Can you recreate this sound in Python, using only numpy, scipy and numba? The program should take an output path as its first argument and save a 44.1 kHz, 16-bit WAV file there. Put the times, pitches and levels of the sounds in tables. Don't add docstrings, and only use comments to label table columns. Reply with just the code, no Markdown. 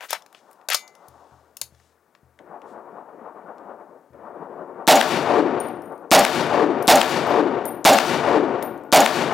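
import sys
import numpy as np
from scipy import signal
from scipy.fft import rfft, irfft, next_fast_len
from scipy.io import wavfile
from scipy.ndimage import uniform_filter1d
from numba import njit

SR = 44100
rng = np.random.default_rng(int(sys.argv[2]) if len(sys.argv) > 2 else 0)


def voltage_ratio(decibels):
    exponent = np.asarray(decibels, float) / 20
    return 10 ** exponent


def to_wav(s):
    ch = np.atleast_2d(s).T
    pcm = np.round(np.clip(ch, -1, 1) * 32767)
    wavfile.write(sys.argv[1], SR, pcm.astype(np.int16))


N = 411453

# t/s, strength/dB, delay of the bolt hitting its rear stop/s
RIFLE_SHOTS = [(4.8768, 0, .0796), (6.115, 0, .0772), (6.8793, 0, .0772), (7.851, 0.5, 0.081),
               (8.9261, 0, .0778)]
MID_DB = 5.5


def band(x, hz, width):
    edges = [hz / (1 + width), min(hz * (1 + width), 0.47 * SR)]
    return signal.sosfilt(signal.butter(N=2, Wn=edges, btype="band", fs=SR, output="sos"), x)


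def add(out, s, x):
    i = int(s * SR)
    out[i:i + len(x)] += x[:len(out) - i]


def rms(x):
    return np.sqrt(np.mean(x ** 2))


def wander(size, seconds):
    k = int(seconds * SR)
    x = uniform_filter1d(uniform_filter1d(rng.standard_normal(size), k), k)
    return x / x.std()


def fade(t60):
    return np.exp(-np.log(1000) * np.arange(int(t60 * SR) + 8) / (t60 * SR))


def ring(hz, db, t60, phase=None):
    env = fade(t60)
    bend = 0 if phase is None else phase[:len(env)]
    return voltage_ratio(db) * env * np.sin(2 * np.pi * hz * np.arange(len(env)) / SR + bend)


def click(db, hz, t60, width=0.84):
    env = fade(max(t60, 0.003))[:4096]
    rise = np.minimum(np.arange(len(env)) / 20, 1)
    burst = band(rng.standard_normal(len(env)) * env * rise, hz, width)
    return voltage_ratio(db) * burst / np.abs(burst).max()


def swell(t, db, rise, t60):
    decay = voltage_ratio(-120 * np.maximum(t, 0) / t60)
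    return voltage_ratio(2 * db) * np.where(t < 0, np.exp(-(t / rise) ** 2), decay)


def controls(t, level, *others):
    return np.transpose([t, 10 * np.log10(level), *(10 * np.log10(p / level) for p in others)])


def rolling(curve, colour, noises, hump=((0, 500, 0),)):
    hump_octaves = 0.52
    size = noises.shape[1]
    t = np.arange(size) / SR
    s, level_db, bass_db, treble_db = np.transpose(curve)
    hump_s, *columns = np.transpose(hump)
    hump_hz, hump_db = (np.interp(t, hump_s, c) for c in columns)
    colour_hz, *colour_columns = np.transpose(colour)
    freqs = np.fft.rfftfreq(size, 1 / SR)
    spectra = rfft(noises)
    out = 0
    for hz in 40 * 2 ** (np.arange(27) / 3):
        db, bass, treble, *new = (np.interp(np.log(hz), np.log(colour_hz), c) for c in colour_columns)
        spectrum = spectra
        if new:
            share = np.clip(new[0], 0.01, 1)
            spectrum = np.sqrt(1 - share) * spectra[0] + np.sqrt(share) * spectra[1:]
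        mask = np.cos(np.pi / 2 * np.clip(3 * np.log2(freqs / hz + 1e-9), -1, 1))
        lift_db = hump_db * np.exp(-(np.log2(hz / hump_hz) / hump_octaves) ** 2)
        curve_db = db + level_db + bass * bass_db + treble * treble_db
        gain = voltage_ratio(lift_db + np.interp(t, s, curve_db))
        out = out + gain * irfft(spectrum * mask, size) / rms(mask)
    return out


def hiss_and_rumble():
    hiss = voltage_ratio(-80.5) * band(rng.standard_normal(N), 6000, 2.7)
    rumble = voltage_ratio(-54) * band(rng.standard_normal(N), 90, 1.4)
    return hiss + rumble


def far_fire():
    # t/s, level/dB, bass/dB, stretch of the return delays from where the gun stands
    far_shots = [(.06, -54.5, -5, 1), (0.341, -51, -6, 0.97), (.46, -54.5, -4, 1), (.69, -52, -7, 1),
                 (.88, -50, -2, 1), (1.06, -50.5, -6, 0.99), (1.23, -59.5, -4, 1), (2.389, -39.5, 0, 0.98),
                 (2.618, -40, 0.5, 0.96), (2.824, -39.5, -1.5, 0.98), (3.111, -38.5, 0, 1),
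                 (3.339, -39.5, -0.5, 1), (3.55, -39, -0.5, 0.97), (4.13, -39, 2.5, 0.88),
                 (4.3, -38.5, 5, 0.84), (4.49, -39, 4.5, 0.77), (4.686, -37.5, 1.5, 0.81),
                 (5.77, -38.5, 5.5, 1)]
    # delay/s before the stretch, level/dB, rise/s, t60/s,
    # bass/dB before that of the gun, treble/dB
    far_returns = [(.02, -16, .012, .4, 6.5, -8.5), (.1, -14, 0.027, .3, 3, -7.5),
                   (.168, 1, .035, 0.3, -7.5, -19.5), (.275, -3.5, .025, .25, -4.5, -19),
                   (0.389, -12.5, .05, 0.62, 4.5, -20)]
    # f/Hz, level of a third octave/dB, share of the bass, share of the treble
    far_colour = [(60, -21.5, 1, 0.099), (139, -12.5, 0.99, 0.48), (220, -12, 0.94, 0.084),
                  (442, -4.5, 1, 0.075), (900, -5.5, 0, 0), (1420, -6, 0.065, 0.46),
                  (1980, -12, 0.16, 0.92), (3000, -26.5, 0.013, 0.88), (6000, -50.5, 0.38, 0.44)]
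    # level/dB, bass/dB, treble/dB
    murmur = (-70.5, 0, 0)
    # delay/s, f/Hz, level against the bass of the shot/dB, t60/s
    far_thump = (0.1, 184.5, -4.5, .15)
    quiet_db, quiet_bass_db, quiet_treble_db = murmur
    thump_s, thump_hz, thump_db, thump_t60 = far_thump
    seconds = 6.3
    t = np.arange(0, seconds, 0.002)
    level = voltage_ratio(2 * quiet_db) + 0 * t
    bass, treble = level * voltage_ratio(2 * quiet_bass_db), level * voltage_ratio(2 * quiet_treble_db)
    out = np.zeros(N)
    for s, db, bass_db, stretch in far_shots:
        thump = ring(thump_hz, db + bass_db + thump_db, thump_t60, 1.5 * wander(SR, 0.025))
        add(out, s + thump_s, thump * np.minimum(np.arange(len(thump)) / 400, 1))
        for delay, part_db, rise, t60, low_db, high_db in far_returns:
            part = swell(t - s - stretch * delay, db + part_db, rise, t60)
            level = level + part
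            bass = bass + part * voltage_ratio(2 * (low_db + bass_db))
            treble = treble + part * voltage_ratio(2 * high_db)
    noise = rng.standard_normal((1, next_fast_len(int(seconds * SR))))
    far = rolling(controls(t, level, bass, treble), far_colour, noise)[0]
    fade_out = np.minimum(np.arange(len(far))[::-1] / 8000, 1)
    add(out, 0, voltage_ratio(-MID_DB) * far * fade_out)
    return out


def thuds():
    # f/Hz, level against each other/dB, t60/s
    thud_modes = [(80, 16, 0.77), (124, 11.5, 0.43), (162, -21, 0.22)]
    # t/s, peak level/dB
    blows = [(1.089, -40.5), (1.324, -40), (1.625, -41), (1.727, -41), (2.235, -41), (4.109, -41)]
    out = np.zeros(N)
    body = sum(np.pad(ring(hz, db, t60), (0, SR))[:SR] for hz, db, t60 in thud_modes)
    for s, db in blows:
        add(out, s - 0.004, voltage_ratio(db) * body / np.abs(body).max())
    return out


def cases():
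    # t/s, tick level/dB, ring level/dB, step from one mode to the next/dB
    bounces = [(5.602, -39, -41.5, -8), (5.684, -45, -55.5, -4), (5.82, -49, -65, -4),
               (5.857, -60, -64, -3), (5.922, -55, -70, -1), (5.978, -59, -74, 1),
               (6.825, -34.5, -48.5, -1.5), (7.27, -41, -57, 1), (7.654, -35, -34, -2.5),
               (8.626, -34, -44, 1), (8.777, -53, -75, 1), (8.836, -51, -79, 5)]
    # f/Hz, f/Hz, f/Hz
    case_hz = [(9577, 12620, 14430), (9450, 12620, 14480), (9440, 12640, 14510), (9426, 12600, 14500)]
    # nominal split/Hz (varied at each bounce), t60/s, level/dB
    case_pairs = [(35, 0.31, -1), (45, 0.32, -5), (50, 0.29, -0.5)]
    flight_s = 0.6
    out = np.zeros(N)
    times = np.transpose(bounces)[0]
    case = np.searchsorted(np.transpose(RIFLE_SHOTS)[0] + flight_s, times) - 1
    same_case_next = np.diff(case) == 0
    untils = np.append(np.where(same_case_next, times[1:], N / SR), N / SR)
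    for (s, tick_db, ring_db, step_db), k, until in zip(bounces, case, untils):
        add(out, s, click(tick_db, 8000, 0.01))
        for m, (hz, (split_hz, t60, mode_db)) in enumerate(zip(case_hz[k], case_pairs)):
            db = ring_db + mode_db + m * step_db
            partner_hz = hz - split_hz * rng.uniform(0.57, 1.3)
            pair = ring(hz, db, t60) + ring(partner_hz, db - 8.5, t60)
            flutter = voltage_ratio(3.0 * wander(SR, 0.012)[:len(pair)])
            choke = np.clip(((until - s) * SR - np.arange(len(pair))) / 200 + 1, 0, 1)
            add(out, s, pair * flutter * choke)
    return out


def post_strike():
    # t/s, f/Hz, level/dB, t60/s
    steel_post = (8.66, 1443, -54, 2.5)
    s, hz, db, t60 = steel_post
    out = np.zeros(N)
    post = ring(hz, db, t60)
    add(out, s, post * voltage_ratio(3.0 * wander(len(post), 0.027)))
    add(out, s - 0.035, click(-28.5, 1400, 0.011))
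    return out


def slides():
    # from t/s, to t/s, rms level/dB, f/Hz
    rubs = [(0, 0.066, -47.5, 1100), (0, 0.09, -60.5, 7900), (0.083, 0.147, -44.5, 3000),
            (0.121, 0.176, -44, 1440), (.18, .68, -81, 3500), (0.332, 0.42, -69.5, 3000),
            (0.492, .545, -78, 11000), (0.701, 0.749, -31, 2200), (0.752, 1.629, -79.5, 3490),
            (1.658, 1.98, -78, 3880), (2.64, 2.763, -76.5, 4450)]
    out = np.zeros(N)
    for start, end, db, hz in rubs:
        size = int((end - start) * SR)
        grit = rng.standard_normal(size) * voltage_ratio(1.6 * rng.exponential(size=size))
        rub = band(grit, hz, 1.1) * np.sqrt(np.hanning(size))
        add(out, start, voltage_ratio(db) * rub / rms(rub))
    return out


def receiver_ring():
    # t/s, level/dB, share of the free ring time, tilt about 4 kHz/dB an octave
    rings = [(.746, -43.5, 1.2, 0), (1.615, -38, 0.17, 8.5)]
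    # f/Hz, level/dB, t60/s
    rifle_modes = [(2046, -5, .5), (2309, -4, .3), (2864, -9, .3), (3596, -6, .2), (4500, -7, .15),
                   (6481, -5, .25), (6800, -2, .3), (7138, -2, .16), (9249, -8, .13), (10500, -6, .08)]
    out = np.zeros(N)
    for s, ring_db, share, tilt_db in rings:
        for hz, db, t60 in rifle_modes:
            mode_db = db + ring_db + tilt_db * np.log2(hz / 4000)
            add(out, s, ring(hz, mode_db, share * t60))
    return out


def handling():
    # t/s,
    # level near 4.8 kHz before MID_DB/dB, level near 1.1 kHz against it/dB, level near 10.6 kHz against it/dB
    knocks = [(0.0074, -40, 10, -5), (0.027, -41, 7, -11), (0.0947, -35, -8.5, -13), (0.106, -22.5, -2, 7),
              (0.1294, -13.5, 4, -3.5), (0.2214, -43, -12, -9), (0.262, -42, -1, -8), (0.3272, -52.5, 7, 7),
              (0.3475, -52, 19, -10), (0.5124, -67, 19, 21), (0.53, -53.5, -9, 10),
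              (0.613, -59.5, 11.5, -12), (0.6864, -14.5, -3.5, -4), (0.7012, -17, 4.5, 1.5),
              (0.7198, -22.5, 6.5, -10.5), (0.7328, -18.5, -2.5, 2.5), (0.7445, -6, -7, -7),
              (0.878, -35.5, -14, -11), (0.9515, -42.5, -9, -6), (1.0834, -46, -15, 7),
              (1.5686, -28, -14, 0), (1.614, -16, -8.5, -1), (1.7474, -52, -1, -16),
              (1.7993, -53, 4, -18.5), (2.15, -50.5, 9, -25.5), (2.3892, -54, 17.5, -28),
              (2.6174, -58.5, 16.5, -13), (3.5823, -55, 5, -24), (4.1324, -67, 13, -10)]
    out = np.zeros(N)
    for s, db, low_db, high_db in knocks:
        t60 = 0.016 + 0.03 * voltage_ratio(db)
        for hz, band_db, width in ((1100, low_db, 1.1), (4800, 0.0033, 0.45), (10600, high_db, 0.38)):
            add(out, s, click(db + band_db - MID_DB, hz, t60, width))
    return out


def echo_curve(seconds):
    # delay/s, level/dB, t60/s,
    # bass against it/dB, treble against it before the loss in the air/dB
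    reflectors = [(0.01, 4, 0.19, -12.5, -3), (.045, -1, 0.063, -11, -5), (.095, -18, .07, -23, -4.5),
                  (.13, -32.5, 0.41, -9.5, 0), (.17, -29, .45, -8, -3.5), (.22, -39.5, .4, -4, 2),
                  (0.277, -31.5, 0.43, 6, -3), (.33, -32.5, 0.55, 3.5, -2.5), (0.441, -27, 0.85, -3, -4),
                  (0.516, -27, .25, -6, -2.5), (.6, -37, 0.41, -0.5, -3.5), (.68, -29.5, 0.85, -3.5, -4.5),
                  (0.781, -36, 0.63, -4.5, 1.5), (.92, -47.5, 0.28, 7, -8), (1.0, -44, 1.7, -6, -1.5)]
    treble_loss_db_per_s = 27
    t = np.arange(0, seconds, 0.002)
    parts = []
    for s, db, t60, *_ in reflectors:
        rise = 0.007 + 0.11 * s
        parts.append(swell(t - s, db, rise, t60) + 1e-12)
    parts = np.array(parts)
    bass, treble = voltage_ratio(2 * np.transpose(reflectors)[-2:]) @ parts
    return controls(t, parts.sum(axis=0), bass, treble * voltage_ratio(-2 * treble_loss_db_per_s * t))


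def echoes():
    # f/Hz, level of a third octave/dB, share of the bass, share of the treble,
    # share new in each shot (at least 0.01)
    echo_colour = [(40, -27.5, 0.91, 0, 0.072), (120, -12.5, 0.77, 0, .05), (223, -5, 0.93, 0.5, 0.042),
                   (300, -8.5, 0.8, 0, 0.02), (470, -10.5, 0.081, 0, 0.13), (820, 2.5, 0.16, 0.5, 0.069),
                   (1100, -3.5, 0.24, 0.4542, 0.14), (2200, -6.5, 0.35, 0.774, 0.52),
                   (4350, -1, 0.41, 1.6045, 0.56), (9000, -8, 0.5, 2, 0.85), (16000, -5, 0.18, 3, 0.88)]
    # delay/s, centre f/Hz, lift/dB
    slope = [(.36, 900, -4), (.41, 514, 3), (0.468, 396, 7), (.54, 320, 12.5), (.62, 300, 9), (.72, 293, 3)]
    seconds = 1.24
    size = next_fast_len(int(seconds * SR))
    grain = voltage_ratio(1 * wander(size, 0.0049))
    noises = grain / rms(grain) * rng.standard_normal((len(RIFLE_SHOTS) + 1, size))
    washes = rolling(echo_curve(seconds), echo_colour, noises, slope)
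    washes *= np.minimum(np.arange(size)[::-1] / 2000, 1)
    out = np.zeros(N)
    for (s, db, _), wash in zip(RIFLE_SHOTS, washes):
        add(out, s, voltage_ratio(db) * wash)
    return out


def roof_boom():
    # delay/s, f/Hz, level/dB, t60/s
    roof_modes = [(.006, 933, 3.5, 0.13), (.006, 845, 4, 0.17), (.008, 758.5, 8.5, 0.18),
                  (.01, 659.2, 8, 0.16), (.012, 580, 0.5, .22), (.045, 251.9, -8.5, 0.23)]
    out = np.zeros(N)
    bends = [2.46 * wander(SR, 0.03) for _ in roof_modes]
    for s, db, _ in RIFLE_SHOTS:
        for (delay, hz, mode_db, t60), bend in zip(roof_modes, bends):
            phase = bend + 0.74 * wander(SR, 0.025)
            add(out, s + delay, ring(hz, mode_db + db, t60, phase))
    return out


def shots():
    # delay/s, peak level/dB, f/Hz, t60/s (at least 0.003)
    shot_clicks = [(-.0068, -19.5, 5120, 0.0047), (-.0003, -1.5, 5000, .005), (0.019, 7.5, 5040, 0.022),
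                   (0.0333, 6.5, 4440, 0.024), (0.042, 1, 4930, 0.035), (0.1342, -14, 1500, 0.0069),
                   (0.1345, -16, 5300, 0.0062), (.136, -4.5, 1450, .008), (0.136, -17, 5460, 0.0051),
                   (0.161, -29, 2040, 0.024)]
    bolt_db, bolt_hz, bolt_t60 = -9.5, 6900, 0.042
    out = np.zeros(N)
    for s, db, bolt_s in RIFLE_SHOTS:
        add(out, s + 0.001, ring(215, 30 + db, 0.0071))
        bolt_start = s + bolt_s - 0.0015
        add(out, bolt_start, click(bolt_db, bolt_hz, bolt_t60))
        add(out, bolt_start, click(bolt_db - 4.0, bolt_hz, bolt_t60, width=0.05))
        for delay, click_db, hz, t60 in shot_clicks:
            add(out, s + delay, click(click_db, hz, t60))
    return out


def under_roof(near):
    tail = fade(0.15)
    tail = tail * band(rng.standard_normal(SR), 2300, 6.9)[:len(tail)]
    tail = tail / np.sqrt(np.sum(tail ** 2))
    return near + voltage_ratio(-10.5) * signal.fftconvolve(near, tail)[:N]


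def scene():
    background = hiss_and_rumble() + far_fire() + thuds()
    near = under_roof(cases() + post_strike() + slides() + receiver_ring() + handling())
    air = background + near + echoes() + roof_boom() + shots()
    return np.array([air, air])


@njit
def limit(x, ceiling, release):
    y = np.empty(len(x))
    held = 0.
    for i in range(len(x)):
        held = max(abs(x[i]), held * release)
        y[i] = x[i] * min(1., ceiling / (held + 1e-9))
    return y


def low_pass(x):
    return signal.sosfilt(signal.butter(12, 17100, fs=SR, output="sos"), x)


def record(dry):
    mic_clip, low_cut_hz, top_hz = 0.96, 235.6, 15900
    left_db = 9.0
    ceiling, release_s = 0.6, 0.0087
    capsule = np.clip(dry, -mic_clip, mic_clip)
    low_cut = signal.butter(N=2, Wn=low_cut_hz, btype="high", fs=SR, output="sos")
    left, right = signal.sosfilt(low_cut, capsule)
    release = np.exp(-1 / (release_s * SR))
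    limited = np.array([limit(voltage_ratio(left_db) * left, ceiling, release), limit(right, ceiling, release)])
    top_cut = signal.ellip(N=8, rp=0.5, rs=40, Wn=top_hz, fs=SR, output="sos")
    return low_pass(signal.sosfilt(top_cut, limited))


dry = scene()
out = record(dry)
to_wav(out)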